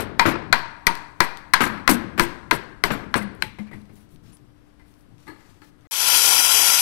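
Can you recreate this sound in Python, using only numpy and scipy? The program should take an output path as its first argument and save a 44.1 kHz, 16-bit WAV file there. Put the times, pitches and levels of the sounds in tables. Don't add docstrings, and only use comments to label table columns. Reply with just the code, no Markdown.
import sys
import numpy as np
from scipy import signal
from scipy.fft import rfft, irfft, next_fast_len
from scipy.io import wavfile
from scipy.ndimage import uniform_filter1d, minimum_filter1d, map_coordinates

SR = 44100
rng = np.random.default_rng(int(sys.argv[2]) if len(sys.argv) > 2 else 0)


def dump_mix(stems):
    frames = np.atleast_2d(stems).T
    limited = np.clip(frames, -1, 1)
    pcm = np.round(limited * 32767).astype(np.int16)
    wavfile.write(sys.argv[1], SR, pcm)


def how_loud(loudness_db):
    steps = np.asarray(loudness_db, float) / 20
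    return 10 ** steps


N = 300321
T_S = np.arange(N) / SR
EVENT_S = np.arange(SR // 2) / SR
CARVING_ENDS_S, GRINDER_STARTS_S = 5.871, 5.910
SETTLED_THUMP_HZ = 206
TOP_HZ = 15800

# t/s, wood peak/dB, thump/dB rel, crack/dB rel, contact/s
BLOWS = [
    (0.195, -2, -20, -37.5, 0.019),
    (0.527, -2, -23, -15.5, 0.046),
    (0.868, -4, -18, -9, 0.035),
    (1.204, -2, -14.5, -12.5, 0.015),
    (1.536, -2.5, -23, -8, 0.03),
    (1.877, -3.5, -24, -11.5, 0.013),
    (2.196, -5, -8.5, -8, 0.015),
    (2.511, -8, -11, -9, 0.026),
    (2.838, -7.5, -10, -9.5, 0.026),
    (3.141, -12, -37, -13, 0.018),
]
# f/Hz, width/Hz, level/dB
CRADLE = [(33.9, 26, -3.5), (106.6, 30, -5), (184, 250, -1.5), (350, 219, -1.5), (466, 460, -16),
          (750, 8.5, -18.5)]
# f/Hz, width/Hz, level/dB
BENCH = [(49.7, 100, -36), (105, 23, -7), (310, 31, -15), (540, 370, -24)]
# f/Hz, width/Hz, level/dB
EDGE = [(4500, 2400, -0.5), (6150, 1300, -3), (8800, 1300, -6.5), (12600, 9000, -10.5)]
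# f/Hz, width/Hz, level/dB
FIBRE = [(5040, 14000, -7.5), (8230, 710, 2), (11000, 980, -4.5), (14400, 1800, -11.5)]


def unit(x):
    return x / np.sqrt(np.mean(x ** 2) + 1e-20)


def along(points, hz):
    f, v = np.transpose(points)
    return np.interp(np.log(hz + 1), np.log(f + 1), v)


def wobble(rate_hz):
    knots = rng.standard_normal(int(N * rate_hz / SR) + 4)
    return map_coordinates(knots, [np.arange(N) * rate_hz / SR])


def filtered(x, response):
    m = next_fast_len(len(x) + 8192)
    return irfft(rfft(x, m) * response(np.fft.rfftfreq(m, 1 / SR)), m)[:len(x)]


def noise(spectrum):
    return unit(filtered(rng.standard_normal(N), lambda hz: how_loud(along(spectrum, hz))))


def causal(gain):
    c = irfft(np.log(gain + 1e-9))
    half = len(c) // 2
    folded = np.concatenate([c[:1], 2 * c[1:half], np.zeros(len(c) - half)])
    return irfft(np.exp(rfft(folded)))


def add(out, start, x):
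    out[start:][:len(x)] += x * np.clip(np.linspace(3, 0, len(x)), 0, 1)


def rung(push, modes, soft_hz=np.inf):
    gains = how_loud(np.array(modes)[:, 2] + .8 * rng.standard_normal(len(modes)))
    f = np.fft.rfftfreq(len(push), 1 / SR)
    each = np.array([(-1) ** k * gains[k] * 1j * f * w / (c * c - f * f + 1j * f * w)
                     for k, (c, w, _) in enumerate(modes)])
    each = each / (1 + 1.4j * f / soft_hz - (f / soft_hz) ** 2) ** 2
    spectrum = rfft(push) * each.sum(axis=0)
    around = np.linalg.norm(each, axis=0)
    y = irfft(spectrum, len(push))
    peak = np.abs(y).max()
    return y / peak, around * np.linalg.norm(spectrum) / np.linalg.norm(around) / peak


def room(x, near_db=0):
    # f/Hz, t60/s
    walls = [(60, 4.8), (250, 0.84), (1000, 0.88), (3000, 0.6), (5500, 0.55), (8000, 0.79), (15000, 0.71)]
    # f/Hz, level/dB
    far_walls = [(4500, 0), (8000, -9), (15000, -17)]
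    # f/Hz, level/dB
    near_wall = [(4500, -20.5), (7500, -2.5), (13000, 8.5), (15500, -10.5)]
    # f/Hz, level/dB
    bench_top = [(3000, 10.5), (6000, 3.5), (9000, 7), (15000, 3)]
    near_t60_s, near_ends_s, near_edge_s, bench_t60_s = .3, .068, .01, .12
    hz, t, z = signal.stft(rng.standard_normal(len(x)), SR, nperseg=256)
    late = how_loud(along(far_walls, hz)[:, None] - 60 * t / along(walls, hz)[:, None])
    near = how_loud(near_db + along(near_wall, hz)[:, None] - 60 * t / near_t60_s)
    near = near / (1 + np.exp((t - near_ends_s) / near_edge_s))
    quick = how_loud(along(bench_top, hz)[:, None] - 60 * t / bench_t60_s)
    tail = signal.istft(z * (late + near + quick), SR, nperseg=256)[1]
    return signal.fftconvolve(x, tail / np.linalg.norm(tail))[:len(x)]


def contacts(rows, *, wood, base, edge, rise_s, low_db, low_lasts, high_db, high_lasts, wet_db,
             thump_width_hz, boom_db=0, near_db=0, solid=0, soft_hz=np.inf, lumpy_db=0):
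    t, lead = EVENT_S, SR // 10
    out = np.zeros(N + SR + lead)
    lasts = np.array([[1], [low_lasts], [high_lasts]])
    for s, db, thump_db, crack_db, length_s, thump_hz in rows:
        rough = rng.standard_normal((3, len(t))) * (1 - np.exp(-t / rise_s))
        push = rough * how_loud(-60 * t / (length_s * lasts))
        push[0, 4] += solid * np.linalg.norm(push[0])
        push = push * how_loud(lumpy_db * map_coordinates(rng.standard_normal(SR // 8), [t * 170]))
        bodies = [wood, base + [(thump_hz, thump_width_hz, boom_db)], edge]
        parts = zip(push, bodies, (soft_hz, soft_hz, np.inf))
        near, heard = zip(*[rung(*part) for part in parts])
        mix = how_loud(np.array([0, thump_db + low_db, crack_db + high_db]))[:, None]
        tap = causal(np.linalg.norm(mix * heard, axis=0))
        sound = (mix * near).sum(axis=0) + how_loud(wet_db) * room(tap, near_db)
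        add(out, round(s * SR) + lead, how_loud(db) * sound)
    return out[lead:lead + N]


def tones(rows, sag, fade_db, wet_db, rough):
    out, t = np.zeros(N + SR), EVENT_S
    for s, db, hz, length_s in rows:
        damped = 1 + np.exp(np.clip((t / length_s - 1) / .15, -50, 50))
        shape = (1 - np.exp(-t * hz)) * how_loud(-fade_db * t / length_s) / damped
        knots = rng.standard_normal((2, SR // 8))
        shake = rough * map_coordinates(knots, [[[0], [1]] + 0 * t, [t * hz / 12] * 2])
        pitch_hz = hz * (1 + sag * (.5 - np.minimum(t / length_s, 1)))
        note = shape * (1 + shake[0]) * np.sin(2 * np.pi * np.cumsum(pitch_hz) / SR + shake[1])
        add(out, round(s * SR), how_loud(db) * (note + how_loud(wet_db) * room(note)))
    return out[:N]


def moves(rows, rise):
    out = 0
    for s, length_s, *db in rows:
        swell = np.interp(T_S, [s, s + rise * length_s, s + length_s], [0, 1, 0])
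        out = out + how_loud(np.array(db))[:, None] * np.sqrt(swell)
    return out


def room_tone():
    # f/Hz, level/dB
    air = [(20, 0), (40, 1.5), (90, -0.5), (200, -4.5), (330, -9), (500, -15), (1500, -20), (2400, -26.5),
           (5000, -32), (13000, -38.5), (16000, -49)]
    return how_loud(-57.5 + 0.78 * wobble(35)) * noise(air)


def far_machine():
    # f/Hz, level/dB
    hum = [(296, -63.5)]
    return sum(how_loud(db + 3.5 + 1.3 * wobble(2.8)) * np.sin(2 * np.pi * hz * T_S + 0.54 * wobble(9.3))
               for hz, db in hum)


def stirring():
    # t/s, length/s, sleeve/dB, sawdust/dB
    rustles = [(3.105, 0.042, -73, -68), (3.205, 0.041, -53, -51), (3.4, 0.028, -58, -73),
               (3.45, 0.11, -84, -72), (3.57, 0.11, -69, -78), (3.72, 0.15, -70, -72),
               (3.92, 0.15, -67, -65), (4.09, 0.079, -68, -64), (4.23, 0.12, -62, -71),
               (4.33, 0.08, -73, -79), (4.85, 0.12, -70.5, -67.5), (4.96, 0.1, -85, -72),
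               (5.18, 0.12, -64, -70), (5.272, 0.059, -64, -76.5), (5.33, 0.32, -62.5, -71),
               (5.61, 0.1, -63.5, -67.5), (5.8, 0.088, -76, -81.5)]
    # t/s, length/s, level/dB
    shuffles = [(3.46, 0.079, -51.5), (3.58, 0.094, -68), (3.72, 0.13, -45.5), (3.9, 0.08, -47.5),
                (4.11, 0.1, -50.5), (4.22, 0.15, -49.5), (4.39, 0.18, -53), (5.07, 0.19, -54.5),
                (5.26, 0.095, -50), (5.36, 0.31, -55), (5.71, 0.16, -56.5)]
    # t/s, length/s, level/dB
    slide = (4.315, .055, -56)
    # f/Hz, density/dB per Hz
    cloth = [(1500, -5), (3000, -6.5), (5000, -7), (7000, -6), (10000, -20)]
    sawdust = [(5000, -40), (7500, -12), (10000, -1), (14000, -9), (16000, -4.5)]
    floor = [(30, 13.5), (60, -23), (110, 19), (200, 9.5), (400, 0.5), (800, -34)]
    # f/Hz, width/Hz, level/dB
    scrape = [(6730, 900, -18.5), (9800, 260, 0), (11100, 950, -19)]
    sleeve_gain, dust_gain = moves(rustles, rise=0.43)
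    grain = how_loud(2.3 * wobble(88))
    out = sleeve_gain * unit(grain * noise(cloth)) + dust_gain * unit(grain * noise(sawdust))
    out = out + moves(shuffles, rise=0.12)[0] * unit(how_loud(1.7 * wobble(5.014)) * noise(floor))
    slide_gain = moves([slide], rise=0.65)[0] ** 2 / how_loud(slide[2])
    return out + slide_gain * unit(grain * rung(rng.standard_normal(N), scrape)[0])


def touches():
    # t/s, wood peak/dB, thump/dB rel, tick/dB rel
    rows = [
        (3.586, -45.5, 17, -30),
        (3.668, -52, -30, -34),
        (3.713, -52.5, 19.5, -37.5),
        (3.734, -49, 13.5, -7),
        (3.893, -63.5, 20, -19),
        (4.794, -58.5, -12, -24),
    ]
    # f/Hz, width/Hz, level/dB
    loose_tool = [(1030, 150, -6), (1700, 300, -9), (2100, 300, -6), (2350, 300, -12), (4300, 500, -20)]
    contact_s = 0.065
    return contacts([(*row, contact_s, SETTLED_THUMP_HZ) for row in rows], wood=loose_tool, base=BENCH,
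                    edge=FIBRE, rise_s=0.01, low_db=-7.5, low_lasts=0.25, high_db=-3.0, high_lasts=0.77,
                    wet_db=3.5, thump_width_hz=9.3, boom_db=0.5)


def grasp():
    # t/s, wood peak/dB, thump/dB rel, tick/dB rel, thump f/Hz
    rows = [(5.087, -73.5, 3.5, -22, 179.5), (5.268, -48, -9, -20.5, 283), (5.278, -43.5, 2, -21, 326),
            (5.298, -48, -18, -34, 293), (5.32, -54, 3, -30, 310), (5.36, -55.5, -9, -24, 298),
            (5.404, -58, -15, -25, 299), (5.45, -62.5, -11, -26, 300), (5.488, -67.5, -4.5, -11, 105),
            (5.618, -53.5, 1, -24, 303), (5.851, -57.5, -1, -26, 285)]
    # f/Hz, width/Hz, level/dB
    held_tool = [(880, 85, 0), (1232, 53, 2), (1700, 91, -1), (2025, 180, -4.5), (2680, 660, -21),
                 (4300, 170, -11)]
    contact_s = 0.1
    return contacts([(*row, contact_s, hz) for *row, hz in rows], wood=held_tool, base=BENCH, edge=FIBRE,
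                    rise_s=0.0061, low_db=-2.0, low_lasts=1.4, high_db=6.0, high_lasts=1.65, wet_db=4.0,
                    thump_width_hz=38.0, boom_db=7)


def chips():
    # t/s, peak/dB, f/Hz
    rows = [(0.953, -31, 4240), (0.974, -39, 4620), (1.242, -43, 9500), (1.3725, -31, 4500),
            (1.49, -56, 10000), (1.543, -32, 11000), (1.607, -20, 4500), (2.638, -58, 9900),
            (2.845, -29, 11000), (2.905, -36, 4200), (3.35, -46.5, 10500), (3.6327, -55, 5300),
            (3.655, -63, 4410), (3.7694, -63, 4110), (3.817, -52.5, 4470), (3.8556, -54.5, 4500),
            (3.9562, -48.5, 6160), (4.0918, -56, 5310), (4.1605, -49.5, 4300), (4.3697, -45.5, 5750),
            (4.9397, -54.5, 4180), (5.009, -58, 4510), (5.182, -53.5, 4070), (4.798, -58.5, 1696),
            (5.619, -49.5, 2500), (5.8096, -55.5, 4230)]
    out, t = np.zeros(N + SR), EVENT_S
    for s, db, hz in rows:
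        push = rng.standard_normal(len(t)) * how_loud(-60 * t / .005)
        tick, heard = rung(push, [(hz, .5 * hz, 0)])
        add(out, round(s * SR), how_loud(db + 3.5) * (tick + how_loud(-8.5) * room(causal(heard))))
    return out[:N]


def blade_pings():
    # t/s, peak/dB, f/Hz, length/s
    rows = [
        (3.213, -37, 2060, 0.035),
        (3.44, -36, 870, 0.033),
        (3.59, -40.5, 2090, 0.014),
        (3.67, -58, 2350, 0.04),
        (3.716, -39, 2000, 0.005),
        (3.73, -44, 1965, 0.017),
        (4.8, -58, 2040, 0.024),
        (5.62, -51, 1346, 0.019),
    ]
    return tones(rows, sag=0.031, fade_db=9.0, wet_db=-11, rough=.6)


def log_rocks():
    # t/s, peak/dB, f/Hz, length/s
    rows = [(.259, -13, 311, 0.021), (1.613, -26, 292.6, 0.063), (1.69, -33, 215, .08),
            (2.18, -26.5, 300, .014), (1.915, -13, 300, 0.016), (1.889, -8, 242, 0.018),
            (1.889, -11.5, 360, 0.029), (1.94, -21.5, 231, 0.046), (2.0, -28.5, 219.7, 0.052),
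            (2.205, -24, 248, 0.026), (2.524, -12, 350, 0.0096), (1.9, -25.5, 192.3, 0.066),
            (2.19, -25.5, 345.3, 0.078), (2.91, -23.5, 206.5, 0.057), (3.16, -28, 203, 0.12),
            (3.6, -33, 209, 0.083), (3.73, -40, 202, .05), (5.09, -47, 172, .07), (5.47, -50, 101.4, 0.15)]
    return tones(rows, sag=.02, fade_db=8.5, wet_db=-10, rough=.45)


def patchy(x, depth_db):
    z = signal.stft(x, nperseg=512)[2]
    field = uniform_filter1d(rng.standard_normal(z.shape), size=4, axis=0)
    field = uniform_filter1d(field, size=18, axis=1)
    return signal.istft(z * how_loud(depth_db * unit(field)), nperseg=512)[1][:N]


def shaded(x):
    # middle t/s, half length/s, f/Hz, width/Hz, level/dB
    shades = [(6.36, .12, 4150, 100, -20), (6.39, .03, 4220, 130, -14), (6.46, .04, 4400, 120, -18),
              (6.65, .11, 4200, 130, -22), (6.59, .07, 3720, 130, -20), (6.42, .05, 3620, 110, -18),
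              (6.72, .03, 3670, 90, -20), (6.33, .15, 3840, 50, -14), (6.03, .07, 3830, 60, -14),
              (6.2, .08, 3580, 70, -12), (6.6, .04, 4400, 80, -16), (6.76, .04, 4580, 60, -12),
              (6.32, .03, 2790, 90, -20), (6.41, .03, 2880, 70, -14), (6.42, .12, 6640, 130, -14),
              (6.52, .02, 6720, 120, -18), (6.4, .07, 13250, 250, -22), (6.23, .03, 14100, 200, -16),
              (6.33, .03, 14900, 200, -14), (6.55, .05, 14400, 250, -16), (6.63, .03, 14100, 250, -18),
              (6.71, .03, 14200, 250, -18)]
    hz, t, z = signal.stft(x, SR, nperseg=1024)
    dip_db = sum(db * np.exp(-((hz[:, None] - c) / w) ** 2 - ((t - s) / half_s) ** 4)
                 for s, half_s, c, w, db in shades)
    return signal.istft(z * how_loud(dip_db), SR, nperseg=1024)[1][:N]


def grinder():
    # t/s, level/dB
    fade = [
        (5.912, -35.5),
        (5.934, -27),
        (6.106, -17.5),
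        (6.796, -17.5),
        (6.81, -20.5),
    ]
    # shaft order, level/dB rel
    whine_orders = [(4, -27), (12, -29), (16, -19), (20, -28), (24, -13), (32, -30), (48, -19), (60, -41)]
    # f/Hz, density/dB per Hz
    roar_spectrum = [(15, -50), (25, -22.5), (223, -25.5), (301, -19), (531, -18), (962, -4.5), (1190, -12),
                     (1400, -11.5), (1940, -12), (3250, 4.5), (4140, -2.5), (5880, -4.5), (6560, -6.5),
                     (11900, -6), (16000, -20)]
    # f/Hz, width/Hz, level/dB
    housing = [(486, 46, 5.5), (940, 69, -1.5), (1286, 100, -5.5), (1377, 89, 15), (2980, 200, 1),
               (3430, 480, -9.5), (4070, 470, -9), (6600, 130, 0), (8700, 220, -5.5), (11060, 860, 4.5),
               (13300, 350, -1.5), (2830, 260, -7.5), (3910, 31, -16), (15240, 340, -0.5)]
    shaft_hz = 247.63
    turn = 2 * np.pi * np.cumsum(shaft_hz * (1 + 0.0001 * wobble(4.5))) / SR
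    beat = (1 + 0.15 * np.cos(turn)) * how_loud(0.705 * wobble(250) + 0.88 * wobble(40))
    raw = beat * patchy(noise(roar_spectrum), depth_db=-0.5)

    def coloured(depth):
        def gain(hz):
            return how_loud(depth * sum(db * np.exp(-((hz - c) / w) ** 2) for c, w, db in housing))
        return unit(filtered(raw, gain))

    closed = np.interp(T_S, (6, 6.88), [0, 1])
    roar = shaded((1 - closed) * coloured(0.68) + closed * coloured(0.86))
    whine = sum(how_loud(db + 3.0 + 0.59 * wobble(28)) * np.sin(k * turn + rng.uniform(0, 2 * np.pi))
                for k, db in whine_orders)
    fade_s, fade_db = np.transpose(fade)
    return how_loud(np.interp(T_S, fade_s, fade_db)) * (roar + whine)


def tears():
    # t/s, length/s, level/dB, loss until the end/dB
    rows = [(.002, 0.042, -32, 20.5), (0.19, 0.057, -36, 16), (0.257, 0.074, -31.5, 18.5),
            (.533, 0.1, -45.5, 20), (0.872, .055, -42, 10), (1.213, 0.042, -36.5, 6.5),
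            (1.536, 0.034, -47, 13), (1.61, 0.064, -31, 8), (1.89, 0.067, -17, 24),
            (2.176, .016, -40.5, -1.5), (2.203, 0.051, -31.5, 11), (2.528, 0.044, -33.5, 16),
            (2.844, 0.037, -36, 10), (2.911, 0.035, -39, 4), (3.154, 0.036, -33.5, 7.5),
            (3.428, 0.064, -49.5, 17)]
    rise_s, edge_s, grain_db, tail_db, tail_t60_s = 0.0037, 0.0036, 2.5, -11, .3
    spread = .07
    out, t = np.zeros(N + SR), EVENT_S
    for s, length_s, db, loss_db in rows:
        grain = how_loud(grain_db * map_coordinates(rng.standard_normal(SR // 8), [t * 330]))
        fibre = [(hz * (1 + spread * rng.standard_normal()), w, level) for hz, w, level in FIBRE]
        going = 1 / (1 + np.exp(np.clip((t - length_s) / edge_s, -50, 50)))
        tail = how_loud(tail_db - loss_db - 60 * (t - length_s) / tail_t60_s) * (1 - going)
        body = going * grain * how_loud(-loss_db * t / length_s)
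        shape = (1 - np.exp(-t / rise_s)) * (body + tail)
        crackle = unit(rung(rng.standard_normal(len(t)), fibre)[0])
        add(out, round(s * SR), how_loud(db) * shape * crackle)
    return out[:N]


def jolts():
    # t/s, wood peak/dB, thump/dB rel, contact/s, thump f/Hz
    rows = [
        (-.02, -14, -2, 0.071, 420),
        (0.254, -17, -2, 0.39, 322),
        (1.606, -10.5, -9.5, 0.47, 266.7),
        (1.89, -10, -2, 0.021, 270.7),
        (2.178, -19, -4, 0.2, 252),
        (2.528, -29, 5, 0.033, 382),
        (2.904, -17, -5, 0.39, 213),
        (3.153, -21.5, -1.5, 0.12, 206),
    ]
    # f/Hz, width/Hz, level/dB
    log_modes = [(597, 200, -18.5), (1143, 630, 5), (1526, 580, 6), (1578, 130, 5), (2230, 270, -0.5),
                 (3000, 1000, -25.5), (4260, 860, -14)]
    torn_db = -45
    rows = [(s, db, thump_db, torn_db, length_s, hz) for s, db, thump_db, length_s, hz in rows]
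    return how_loud(-3.0) * contacts(rows, wood=log_modes, base=CRADLE, edge=FIBRE, soft_hz=6000, lumpy_db=4.0,
                                rise_s=0.0031, low_db=3.5, low_lasts=1.0, high_db=7.0, high_lasts=2.3,
                                wet_db=1.0, thump_width_hz=90, boom_db=0.5)


def shank():
    # pitch ratio, level/dB, share of glide and ring time
    bending = [(0.999, 0.5, 0.93), (2.45, -1.5, 0.24), (5.001, -9.5, 0.086)]
    shank_hz, drop, slack_s, t60_s = 810, .5, .013, .4
    rebound, rebound_s, ends_s = .4, .01, .042
    level_db, fade_db_per_s = -15, 3.5
    out, t = np.zeros(N + SR), EVENT_S
    glide = drop * np.exp(-t / slack_s) + rebound * np.exp(np.minimum(t - ends_s, 0) / rebound_s)
    for s, db, *_ in BLOWS:
        ring = 0
        for ratio, mode_db, share in bending:
            hz = ratio * shank_hz * (1 + share * glide) * (1 + 0.0091 * rng.standard_normal())
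            decay = how_loud(mode_db + rng.normal(0, 1) - 60 * t / (share * t60_s))
            ring = ring + np.sin(2 * np.pi * np.cumsum(hz) / SR) * decay
        ring = ring * (1 - np.exp(-t / .003)) / (1 + np.exp((t - ends_s) / .004))
        add(out, round(s * SR), how_loud(db + level_db - fade_db_per_s * s) * (ring + how_loud(-6) * room(ring)))
    return out[:N]


def breakout():
    # t/s, wood peak/dB, thump/dB rel, crack/dB rel, contact/s
    rows = [
        (3.423, -8.5, -22, -14, 0.015),
    ]
    # f/Hz, width/Hz, level/dB
    freed = [(1020, 140, 1.5), (1580, 250, 1.5), (2190, 470, 7), (2800, 1120, -3), (3997, 200, 2)]
    return contacts([(*row, SETTLED_THUMP_HZ) for row in rows], wood=freed, near_db=-8.5, solid=0.94,
                    base=BENCH, edge=EDGE, rise_s=0.00051, low_db=0, low_lasts=11.5, high_db=0.5,
                    high_lasts=0.95, wet_db=-13.5, thump_width_hz=140.0)


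def mallet_blows():
    # f/Hz, width/Hz, level/dB
    shallow = [(750, 210, -8.5), (990, 300, -2), (1480, 580, -3.5), (1665, 140, -1.5), (1960, 110, 0),
               (2404, 110, -1.5), (3260, 350, -20.5), (4300, 620, -9.5), (5500, 320, -25)]
    deep = [(750, 180, -17.5), (865, 190, -5.5), (1018, 75, 5.5), (1600, 667, 3), (1615, 61, 6),
            (2020, 120, 0.5), (2700, 270, -9.5), (2980, 680, -26), (4240, 300, -9), (4640, 120, -21.5)]
    thump_hz = 334
    out = 0
    for rows, handle in ((BLOWS[:4], shallow), (BLOWS[4:], deep)):
        out = out + contacts([(*row, thump_hz) for row in rows], wood=handle, soft_hz=9100, lumpy_db=2.0,
                             near_db=-20.5, solid=0.67, base=CRADLE, edge=EDGE, rise_s=0.000092,
                             low_db=-4.5, low_lasts=8.5, high_db=1.0, high_lasts=0.89, wet_db=-10.5,
                             thump_width_hz=60)
    return out * how_loud(3.5)


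def scene():
    # f/Hz, width/Hz, depth 0-1
    bench_dip = (6800, 1100, .45)
    carving = room_tone() + far_machine() + stirring() + touches() + grasp() + chips()
    carving = carving + blade_pings() + log_rocks() + tears() + jolts() + shank() + breakout() + mallet_blows()
    c, w, depth = bench_dip
    carving = filtered(carving, lambda f: 1 - depth * 1j * f * w / (c * c - f * f + 1j * f * w))
    sound = carving * (T_S < CARVING_ENDS_S) + grinder() * (T_S > GRINDER_STARTS_S)
    return np.array([sound, sound])


def gated(x, masked_db):
    # f/Hz, level/dB
    mute = [(2600, -6), (4000, -4.5), (6500, -2), (9000, -3), (12500, -2.5), (15500, -1)]
    # f/Hz, level/dB
    mask = [(2600, -36), (9000, -44.5), (12500, -26.5), (14000, -23), (15500, -16), (16500, -7.5)]
    # f/Hz, level/dB
    dither = [(2600, 1.5), (5000, 3.5), (12000, 4), (15000, 5)]
    gate_hz, ceiling_hz = 2600, 15000
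    hz, _, z = signal.stft(x, SR, nperseg=1024)
    power = np.abs(z) ** 2 + 1e-20
    narrow = uniform_filter1d(uniform_filter1d(power, size=5, axis=0), size=2, axis=1)
    wide = np.exp(uniform_filter1d(np.log(power), size=41, axis=0))
    wide = wide[np.minimum(np.arange(len(hz)), np.searchsorted(hz, TOP_HZ - 900))]
    wander = uniform_filter1d(rng.standard_normal(z.shape), size=6, axis=0)
    wander = unit(uniform_filter1d(wander, size=9, axis=1))
    narrow = narrow * how_loud(2 * along(dither, hz)[:, None] * wander)
    whole, bright = power.mean(axis=0), power[hz > gate_hz].mean(axis=0)
    rise = bright / minimum_filter1d(bright, size=2)
    steady = rise < np.where(hz > ceiling_hz, 300, 3)[:, None]
    under_neighbours = narrow < wide * how_loud(2 * along(mute, hz))[:, None]
    under_whole = narrow < whole * how_loud(2 * (along(mask, hz)[:, None] + masked_db))
    shut = (under_neighbours | under_whole) & steady & (hz[:, None] > gate_hz)
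    return signal.istft(z * np.where(shut, .02, 1), SR, nperseg=1024)[1][:N]


def band_limit(x):
    return signal.sosfilt(signal.butter(12, 16780, fs=SR, output="sos"), x)


def record(dry):
    # t/s, size
    sag = [
        (.195, 0.091),
        (0.529, 0.1),
        (0.869, 0.098),
        (1.205, 0.11),
        (1.54, -0.063),
        (1.885, -0.13),
        (1.91, 0.11),
        (2.19, -0.08),
        (2.52, -0.016),
        (2.84, -0.047),
    ]
    # f/Hz, density/dB per Hz
    preamp = [(10, 0), (30, -4), (100, -14), (300, -22), (1000, -31), (3000, -33), (10000, -41),
              (16000, -46)]
    # f/Hz, level/dB
    leak = [(300, -62), (900, -55), (1400, -44), (2200, -47), (3500, -36), (6000, -44), (10000, -53),
            (15000, -54)]
    clip_level = .9
    loud = filtered(2 * dry[0], lambda hz: np.clip((TOP_HZ - hz) / 200, 0, 1))
    left = loud / (1 + np.abs(loud / clip_level) ** 6) ** (1 / 6)
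    left = gated(filtered(left, lambda hz: hz < 16780), masked_db=-1.0)
    for s, offset in sag:
        since_s = np.clip(T_S - s, 0, None)
        left = left + offset * (1 - np.exp(-since_s / .006)) * np.exp(-since_s / .06)
    live = (T_S < CARVING_ENDS_S) | (T_S > GRINDER_STARTS_S)
    hiss = how_loud(-65) * gated(noise(preamp), masked_db=-30) * live
    right = hiss - filtered(left, lambda hz: how_loud(along(leak, hz)))
    return band_limit(np.array([left, right]))


dry = scene()
out = record(dry)
dump_mix(out)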